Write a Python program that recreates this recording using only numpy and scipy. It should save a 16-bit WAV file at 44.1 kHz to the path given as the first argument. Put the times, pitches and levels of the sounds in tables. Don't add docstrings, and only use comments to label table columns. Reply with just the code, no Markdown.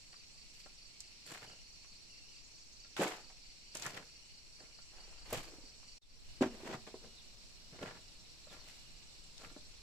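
import sys
import numpy as np
from scipy import signal
from scipy.fft import rfft, irfft, next_fast_len
from scipy.io import wavfile
from scipy.ndimage import uniform_filter1d

SR = 44100
rng = np.random.default_rng(int(sys.argv[2]) if len(sys.argv) > 2 else 0)


def bounce(signal):
    frames = np.transpose(np.atleast_2d(signal))
    limited = np.clip(frames, -1, 1)
    pcm = np.round(limited * 32767).astype(np.int16)
    wavfile.write(sys.argv[1], SR, pcm)


N = 433062
TIME = np.arange(N) / SR
TOP_HZ = 15650
LULL_S = 5.995


def digging():
    # (peak [s], build-up [s], 20 dB fade of lumps [s], relative lumps, crumbs, sand [dB])
    pushes = [(.6, .07, .09, -90, -85, -76), (1.28, .025, .1, -61, -59.5, -69),
              (1.318, .025, .06, -53, -55, -68), (1.35, .018, .07, -60, -53.5, -68),
              (1.376, .012, .05, -66, -54, -74), (1.43, .025, .1, -58, -53.5, -72),
              (1.52, .035, .1, -63, -59, -90), (3.752, .012, .22, -55, -51.5, -63),
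              (3.826, .018, .12, -56, -49, -63.5), (3.863, .018, .055, -53, -46, -63.5),
              (3.915, .02, .12, -57, -51.5, -73), (3.945, .02, .09, -54.5, -51, -72),
              (3.98, .02, .08, -53.5, -51, -82), (4.595, .015, .15, -64, -60, -90),
              (7.733, .014, .1, -58, -60, -90), (7.79, .008, .1, -54, -56, -90),
              (7.83, .025, .08, -51.5, -53, -77), (7.865, .025, .11, -55, -52.5, -82),
              (7.912, .012, .06, -63, -56.5, -88), (7.963, .025, .04, -66, -58.5, -90),
              (8.535, .035, .14, -62.5, -59.5, -79), (8.695, .06, 0.2, -78, -69, -76),
              (9.44, 0.06, 0.13, -61.5, -59, -79.5)]
    # (time [s], relative level [dB], pitch [Hz])
    knocks = [(.13, -48.5, 500), (.66, -37.5, 480), (1.317, -40, 170), (1.348, -41, 950), (1.425, -41, 150),
              (1.846, -48, 1100), (2.847, -43, 1400), (3.746, -43, 160), (3.751, -41, 560),
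              (3.857, -35, 700), (3.862, -36, 150), (3.863, -32, 1050), (4.61, -43, 387),
              (4.788, -44.5, 850), (4.933, -49, 750), (5.125, -49, 900), (5.83, -48, 950),
              (7.725, -44, 150), (7.81, -38, 110), (7.827, -30, 480), (7.851, -38, 600), (7.86, -42, 105),
              (7.909, -42, 600), (7.968, -45, 1100), (8.47, -45, 550), (9.513, -45, 320),
              (9.563, -34.5, 300)]
    levels = flow(pushes, contact_db=-7, grip_s=.008, crumb_fade=1, sand_fade=.9)
    crunch = soil(levels, lump_db=1, crumb_db=-.5, sand_db=16, clump_db=2, crumbs_per_s=560,
                  crumb_spread_db=3, lump_spread_db=2.5, low_cut_hz=69)
    return crunch + gain_of(-11) * thuds(knocks, decay_s=.0091, crumble=.74)


def tipping():
    # (peak [s], build-up [s], 20 dB fade of lumps [s], relative lumps, crumbs, sand [dB])
    pours = [(2.966, .003, .15, -53, -41.5, -59.5), (3.016, .034, .06, -35, -38, -56),
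             (3.036, .02, .06, -39.5, -40.5, -56), (3.075, .014, .085, -43, -40.5, -58.5),
             (3.12, .02, .11, -48, -46.5, -67), (3.185, .006, .1, -60, -62, -90),
             (3.303, .01, .06, -68, -60.5, -86), (4.99, 0.081, 1.1, -62.5, -64, -90),
             (5.32, 0.063, 0.34, -52.5, -53, -68), (5.335, .011, 0.07, -38, -42.5, -54),
             (5.362, .016, .1, -46, -47, -60), (5.44, .012, .06, -57, -57, -73),
             (5.52, .06, .3, -57.5, -75, -90), (6.425, 0.018, .06, -36, -41, -64),
             (6.55, .05, .2, -53, -64, -80), (6.62, .05, .2, -56, -62, -78),
             (6.678, .032, .09, -44, -51.5, -74), (6.715, .015, .06, -47, -53, -76),
             (6.742, 0.018, 0.04, -46, -46.5, -70.5), (6.874, 0.011, 0.04, -50.5, -54.5, -81),
             (7.048, .04, 0.04, -54, -65, -88)]
    # (time [s], relative level [dB], pitch [Hz])
    clods = [(2.994, -18, 330), (3.001, -22, 205), (3.005, -19, 520), (3.011, -15.5, 780),
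             (3.018, -19, 560), (3.027, -17, 680), (3.043, -24, 400), (3.057, -23.5, 330), (3.07, -28, 680),
             (3.096, -34, 380), (3.11, -39, 860), (3.128, -38, 380), (3.182, -42, 650), (5.325, -31, 110),
             (5.326, -21, 500), (5.331, -21, 560), (5.345, -26, 520), (5.366, -33, 140), (5.395, -35, 330),
             (5.465, -42, 300), (5.535, -43, 330), (5.583, -40, 298), (5.637, -44, 270), (6.409, -16, 290),
             (6.417, -17, 300), (6.425, -16, 600), (6.44, -21.5, 310), (6.461, -28, 270), (6.473, -33, 250),
             (6.602, -41, 560), (6.632, -36, 350), (6.675, -36, 480), (6.712, -35, 500), (6.733, -34, 620),
             (6.745, -37, 140), (6.942, -30.5, 440), (7.047, -45, 480)]
    levels = flow(pours, contact_db=-10, grip_s=.003, crumb_fade=1.15, sand_fade=1.06)
    trickle = soil(levels, lump_db=-5, crumb_db=1.5, sand_db=14.5, clump_db=1.4, crumbs_per_s=1500,
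                   crumb_spread_db=2.6, lump_spread_db=2.2, low_cut_hz=170)
    return trickle + gain_of(-9) * thuds(clods, decay_s=.0087, crumble=.27)


def flow(strokes, contact_db, grip_s, crumb_fade, sand_fade):
    power, t = np.zeros((3, N)), np.arange(SR) / SR
    fade_speed = np.array([[1], [crumb_fade], [sand_fade]])
    for peak_s, build_s, fade_s, *sizes_db in strokes:
        build_db = contact_db * np.maximum(1 - t / build_s, 0)
        settle_db = -20 * fade_speed * np.maximum(t - build_s, 0) / fade_s
        level = np.minimum(t / grip_s, 1) * gain_of(np.array(sizes_db)[:, None] + build_db + settle_db)
        add(power, peak_s - build_s, level ** 2)
    return np.sqrt(power)


def soil(levels, lump_db, crumb_db, sand_db, clump_db, crumbs_per_s,
         crumb_spread_db, lump_spread_db, low_cut_hz):
    # (frequency [Hz], relative level [dB])
    lump_spectrum = [(40, -19), (90, -0.5), (160, 1), (260, -3), (480, 0.5), (700, -5.5), (1200, -41.5),
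                     (3000, -78)]
    crumb_spectrum = [(200, -31.5), (450, -18), (700, -0.5), (1100, -3.5), (2000, -4), (3000, -8.5),
                      (4500, -13), (7500, -17), (15000, -63)]
    sand_spectrum = [(800, -16), (2500, 9), (4000, 4), (6000, 0.5), (7600, 6.5), (9200, -6.5),
                     (11800, -3.5), (15500, -15.5)]
    moving = levels * evened(gain_of(clump_db * wander(130)))
    lumps = colour(moving[0] * grains(700, lump_spread_db, life_s=.0049), lump_spectrum)
    lumps = filtered(lumps, low_cut_hz, "high")
    crumbs = colour(moving[1] * grains(crumbs_per_s, crumb_spread_db, life_s=.0037), crumb_spectrum)
    sand = colour(moving[2] * grains(1400, spread_db=1.4, life_s=.00046), sand_spectrum)
    return gain_of(lump_db) * lumps + gain_of(crumb_db) * crumbs + gain_of(sand_db) * sand


def grains(per_s, spread_db, life_s):
    sizes = gain_of(spread_db * np.minimum(rng.exponential(1, N), 4))
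    breaks = sizes * (rng.random(N) < per_s / SR)
    power = signal.lfilter([1], [1, -np.exp(-2 / (life_s * SR))], breaks ** 2)
    return evened(np.sqrt(power) * noise())


def thuds(blows, decay_s, crumble, rise_cycles=.7):
    out, t = np.zeros((2, N)), np.arange(SR // 8) / SR
    for s, db, hz in blows:
        age = hz * t / rise_cycles
        shake = np.sin(2 * np.pi * hz * t) * age * np.exp(1 - age)
        puff = filtered(noise(len(t)), [hz / 2, hz * 2], "band")
        blow = crumble * evened(puff) * np.exp(-t / decay_s)
        blow[0] += shake
        add(out, s, gain_of(db) * blow)
    return out


def stones(reach=.4, rasp_db=-18, rasp_s=.012, bite_s=.0008):
    # (time [s], relative level [dB], band centre [Hz], decay [s])
    strikes = [(.129, -51, 1900, .003), (.14, -50, 1500, .003), (.66, -56, 1680, .005),
               (1.0043, -31, 5600, .0009), (1.264, -51, 7300, .005), (1.306, -47, 1400, .003),
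               (1.318, -49, 7200, .005), (1.322, -45, 1700, .0023), (1.347, -42.5, 1800, .0035),
               (1.356, -47, 1400, .002), (1.374, -45, 2100, .0025), (1.427, -48, 1900, .0034),
               (1.451, -50, 1500, .002), (2.965, -41, 2600, .005), (3.014, -34, 1200, .004),
               (3.019, -39, 7000, .003), (3.021, -35, 1500, .003), (3.032, -40, 9050, .005),
               (3.033, -34, 1600, .004), (3.07, -38, 2200, .004), (3.08, -46, 6500, .003),
               (3.111, -43, 1700, .003), (3.142, -47, 2500, .003), (3.751, -34, 6600, .0024),
               (3.77, -36, 6300, .0024), (3.797, -43, 6200, .003), (3.822, -37, 5100, .004),
               (3.831, -42, 3500, .003), (3.856, -36, 1650, .005), (3.863, -33.5, 1470, .004),
               (3.863, -35, 7000, 0.0035), (3.944, -46, 3300, .003), (3.975, -44, 2100, .004),
               (5.305, -47, 8000, .004), (5.328, -36.5, 11000, .004), (5.352, -38, 2100, .003),
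               (5.382, -41, 2300, .003), (5.432, -55.5, 9000, .007), (6.432, -37, 1450, .0056),
               (6.739, -42, 1090, .005), (7.829, -45, 2200, .003), (7.859, -44, 1600, .004),
               (7.877, -46, 1600, 0.0029), (7.91, -48, 1500, .003), (9.379, -45.5, 4480, .0025),
               (9.446, -47.5, 1700, .005)]
    out, t = np.zeros((2, N)), np.arange(SR // 12) / SR
    for s, db, hz, decay_s in strikes:
        edges_hz = [hz / (1 + reach), min(hz * (1 + reach), TOP_HZ)]
        fade = np.exp(-t / decay_s) + gain_of(rasp_db) * np.exp(-t / rasp_s)
        fade *= np.minimum(t / bite_s, 1)
        snap = filtered(fade * noise(len(t)), edges_hz, "band")
        add(out, s, gain_of(db) * evened(snap) * np.sqrt(np.mean(fade ** 2)))
    return out


def blade(push, ticks):
    # (frequency [Hz], relative level [dB], t60 [s])
    low_modes = [(610, -7, 0.054), (1080, -4, .04), (1380, 0, 0.1), (1705, 3, .04), (2150, -8, .03)]
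    high_modes = [(5750, -5, .03), (6850, -1, .04), (7550, 0, .04), (10400, -13, .025)]
    return gain_of(4.5) * ring(push, low_modes) + gain_of(4) * ring(ticks, high_modes)


def tray(load):
    # (frequency [Hz], relative level nearly empty [dB], the same heaped [dB], t60 [s])
    modes = [(170, -10, -15, .11), (224, -26, -4.5, .3), (241, -14, 4, .115), (323.2, 3.5, 0, .14),
             (378, -10, 1.5, .13), (435, -3, -15, .28), (520, 2, -10, .2), (635, -6, -1, .1),
             (733, -2, -11, .18), (856.5, -0.5, -9, .17), (950, -11, -3, .11), (1040, -7, -4, .12),
             (1205, -7, -8, .15), (1295, -8, -19, .15), (1695, -5, -11, .11)]
    # (time [s], gain [dB])
    bare_steel = [(2.96, 7), (3.04, 7.5), (3.12, 3.5), (5.3, -1.5)]
    hz, empty_db, heaped_db, t60 = np.transpose(modes)
    heaped = TIME > LULL_S
    clang = ring(load * ~heaped * gain_of(curve(bare_steel)), zip(hz, empty_db, t60))
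    boom = ring(load * heaped, zip(hz, heaped_db, t60))
    return clang + gain_of(8.3) * boom


def ring(force, modes):
    t = np.arange(SR // 2) / SR
    response = sum(gain_of(db - 60 * t / t60) * np.cos(2 * np.pi * hz * t) for hz, db, t60 in modes)
    return signal.oaconvolve(force, response[None] / abs(rfft(response)).max(), axes=1)[:, :N]


def yard(x, t60, dull_hz):
    t = np.arange(SR // 2) / SR
    echoes = noise(len(t)) * (rng.random((2, len(t))) < 2500 / SR)
    echoes *= (t > .006) * gain_of(-60 * t / t60)
    echoes = signal.lfilter(*signal.butter(1, dull_hz, fs=SR), echoes / np.linalg.norm(echoes[0]))
    return signal.oaconvolve(x, echoes, axes=1)[:, :N]


def insects(swell_db=.7, flutter_db=1.6):
    # (centre [Hz], width [Hz], level before the lull [dB], level after it [dB])
    chorus = [(2600, 340, -66, -69), (4080, 430, -72, -67.5), (4300, 80, -65.5, -70.5),
              (4430, 16, -70.5, -80), (4650, 30, -73, -82), (4600, 640, -63.5, -65.5),
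              (5580, 270, -63.5, -68), (6230, 770, -68.5, -73.5), (7480, 476, -67, -70),
              (9800, 700, -78, -80.5)]
    out = np.zeros((2, N))
    for hz, width_hz, before_db, after_db in chorus:
        db = np.where(TIME > LULL_S, after_db, before_db)
        out += band(hz, width_hz) * gain_of(db + swell_db * wander(1.74) + flutter_db * wander(70))
    return out


def cricket(throb_db=1.5):
    # (start [s], end [s], level [dB])
    trills = [(1.35, 1.682, -72), (3.526, 3.78, -74), (4.1, 4.477, -72.5), (4.55, 5.6, -72),
              (5.667, 6.0, -73), (6.2, 6.65, -72), (6.9, 7.4, -74), (7.45, 8.3, -73), (8.4, 9.5, -73.5)]
    level = np.zeros(N)
    for start, end, db in trills:
        add(level, start, gain_of(db) * signal.windows.tukey(round((end - start) * SR), .5))
    return level * gain_of(throb_db * wander(25)) * band(2892, width_hz=36)


def chirper(period_s=.2201, step_s=.037):
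    # (time [s], level [dB])
    loudness = [(0, -53.3), (5.9, -54), (6.4, -64), (9.8, -65)]
    out = np.zeros((2, N))
    for s in np.arange(.151, TIME[-1], period_s):
        for k, accent_db in enumerate([-3.5, 0, 0]):
            length_s, top_hz, bottom_hz = (.028, 4970, 4320) * (1 + .01 * rng.standard_normal(3))
            note = whistle(length_s, top_hz, bottom_hz)
            db = curve(loudness, s) + accent_db + rng.standard_normal()
            add(out, s + (k - 1) * step_s, gain_of(db) * note)
    return out


def birds(pitch_spread=.03, timing_spread_s=.003):
    # (time [s], notes, spacing [s], note length [s], glide from [Hz], to [Hz],
    # pitch sag at both ends [share], level [dB])
    calls = [(1.467, 5, .029, 0.02, 2950, 2900, .2, -58), (2.09, 10, .0315, 0.02, 2750, 2850, 0.18, -59),
             (2.435, 6, .072, 0.018, 6450, 6900, .04, -59.5), (6.012, 1, .1, 0.033, 3970, 3250, 0, -56.5),
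             (7.154, 1, .1, .054, 4330, 3030, 0, -61), (8.434, 1, .1, .028, 4400, 3950, 0, -60),
             (8.479, 1, .1, .048, 4220, 3120, 0, -59.5), (8.594, 1, .1, .028, 4550, 4100, 0, -61)]
    out = np.zeros((2, N))
    for s, notes, spacing_s, length_s, from_hz, to_hz, sag, db in calls:
        for k in range(round(notes)):
            sharp, late_s = (pitch_spread, timing_spread_s) * rng.standard_normal(2)
            note = whistle(length_s, from_hz * (1 + sharp), to_hz * (1 + sharp), sag)
            add(out, s + k * spacing_s + late_s, gain_of(db + 1.5 * rng.standard_normal()) * note)
    return out


def whistle(length_s, from_hz, to_hz, sag=0):
    progress = np.linspace(0, 1, round(length_s * SR))
    rasp = .018 * evened(uniform_filter1d(rng.standard_normal(len(progress)), size=60))
    glide_hz = from_hz + (to_hz - from_hz) * progress
    hz = glide_hz * (1 + sag * (np.sin(np.pi * progress) - 1) + rasp)
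    cycles = np.cumsum(hz) / SR + rng.random() + np.array([[0], [.17]])
    return np.sin(2 * np.pi * cycles) * signal.windows.tukey(len(hz), .8)


def wind():
    # (frequency [Hz], relative level [dB])
    spectrum = [(10, -3), (25, -4), (50, -13), (100, -13.5), (200, -16), (500, -22), (1000, -25.5),
                (1700, -27.5), (3300, -40), (9000, -38), (12000, -39), (15500, -47)]
    # (frequency [Hz], coherence [0-1])
    likeness = [(25, 1), (120, 0.35), (300, 0.35), (700, 0.3), (1500, 0), (4000, 0.24)]
    # (time [s], relative level [dB])
    breeze = [(0, 9), (4.7, 9.5), (5.35, 20), (5.8, 12), (6.1, 14), (6.3, 19), (6.7, 11), (7, 7.5),
              (9.8, 12.5)]
    hiss = stereo(colour(noise(), spectrum), likeness)
    rumble = filtered(colour(noise(), spectrum), 70, "low")
    gusts = gain_of(curve(breeze) - 4 + .5 * wander(2.1))
    return gain_of(-64) * (hiss + gusts * rumble)


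def gain_of(db):
    return 10 ** (np.asarray(db) / 20)


def evened(x):
    return x / np.sqrt(np.mean(x ** 2) + 1e-20)


def noise(samples=N):
    return rng.standard_normal((2, samples))


def filtered(x, hz, kind):
    return signal.sosfilt(signal.butter(2, hz, kind, fs=SR, output="sos"), x)


def curve(points, s=TIME):
    return np.interp(s, *np.transpose(points))


def read(points, hz):
    f, value = np.transpose(points)
    return np.interp(np.log(hz + 1), np.log(f + 1), value)


def add(mix, s, sound):
    part = mix[..., max(round(s * SR), 0):][..., :sound.shape[-1]]
    part += sound[..., :part.shape[-1]]


def wander(per_s):
    return evened(np.interp(TIME * per_s, np.arange(N // 20), rng.standard_normal(N // 20)))


def colour(x, spectrum, size=4096):
    log_gain = np.log(gain_of(read(spectrum, abs(np.fft.fftfreq(size, 1 / SR)))))
    taps = np.fft.ifft(np.exp(np.conj(signal.hilbert(log_gain)))).real[:size // 2]
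    return signal.oaconvolve(x, taps[None] / np.linalg.norm(taps), axes=1)[:, :N]


def band(hz, width_hz):
    size = next_fast_len(N)
    bell = np.exp(-((np.fft.rfftfreq(size, 1 / SR) - hz) / (2 * width_hz)) ** 2)
    return evened(irfft(bell * rfft(noise(size)), size)[:, :N])


def stereo(mid_side, likeness):
    size = next_fast_len(N)
    same = np.clip(read(likeness, np.fft.rfftfreq(size, 1 / SR)), 0, 1)
    mid, side = rfft(mid_side, size) * np.sqrt([(1 + same) / 2, (1 - same) / 2])
    return irfft(np.array([mid + side, mid - side]), size)[:, :N]


def scene():
    # (frequency [Hz], coherence [0-1])
    likeness = [(60, .9), (150, .98), (350, .96), (640, .8), (1400, .3), (3000, 0)]
    push, load = digging(), tipping()
    ticks = gain_of(.5) * stones()
    work = push + load + ticks + blade(push, ticks) + tray(load)
    near = stereo(work + gain_of(-11) * yard(work, t60=.18, dull_hz=4050), likeness)
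    air = wind()
    drone = insects() + cricket()
    chirps, pips = chirper(), birds()
    foliage = gain_of(-7) * yard(chirps + 2 * pips, t60=.1, dull_hz=8150)
    wildlife = drone + chirps + pips + foliage
    return near + air + wildlife * gain_of([[-.6], [.6]])


def record(dry):
    # (time [s], gain [dB])
    lull = [(5.981, -2.5), (5.99, -40), (6.01, -40), (6.02, -13), (6.11, -5.5), (6.3, .5)]
    low_pass = signal.firwin(511, TOP_HZ, window=("kaiser", 9), fs=SR)
    return signal.oaconvolve(dry * gain_of(curve(lull)), low_pass[None], "same")


dry = scene()
out = record(dry)
bounce(out)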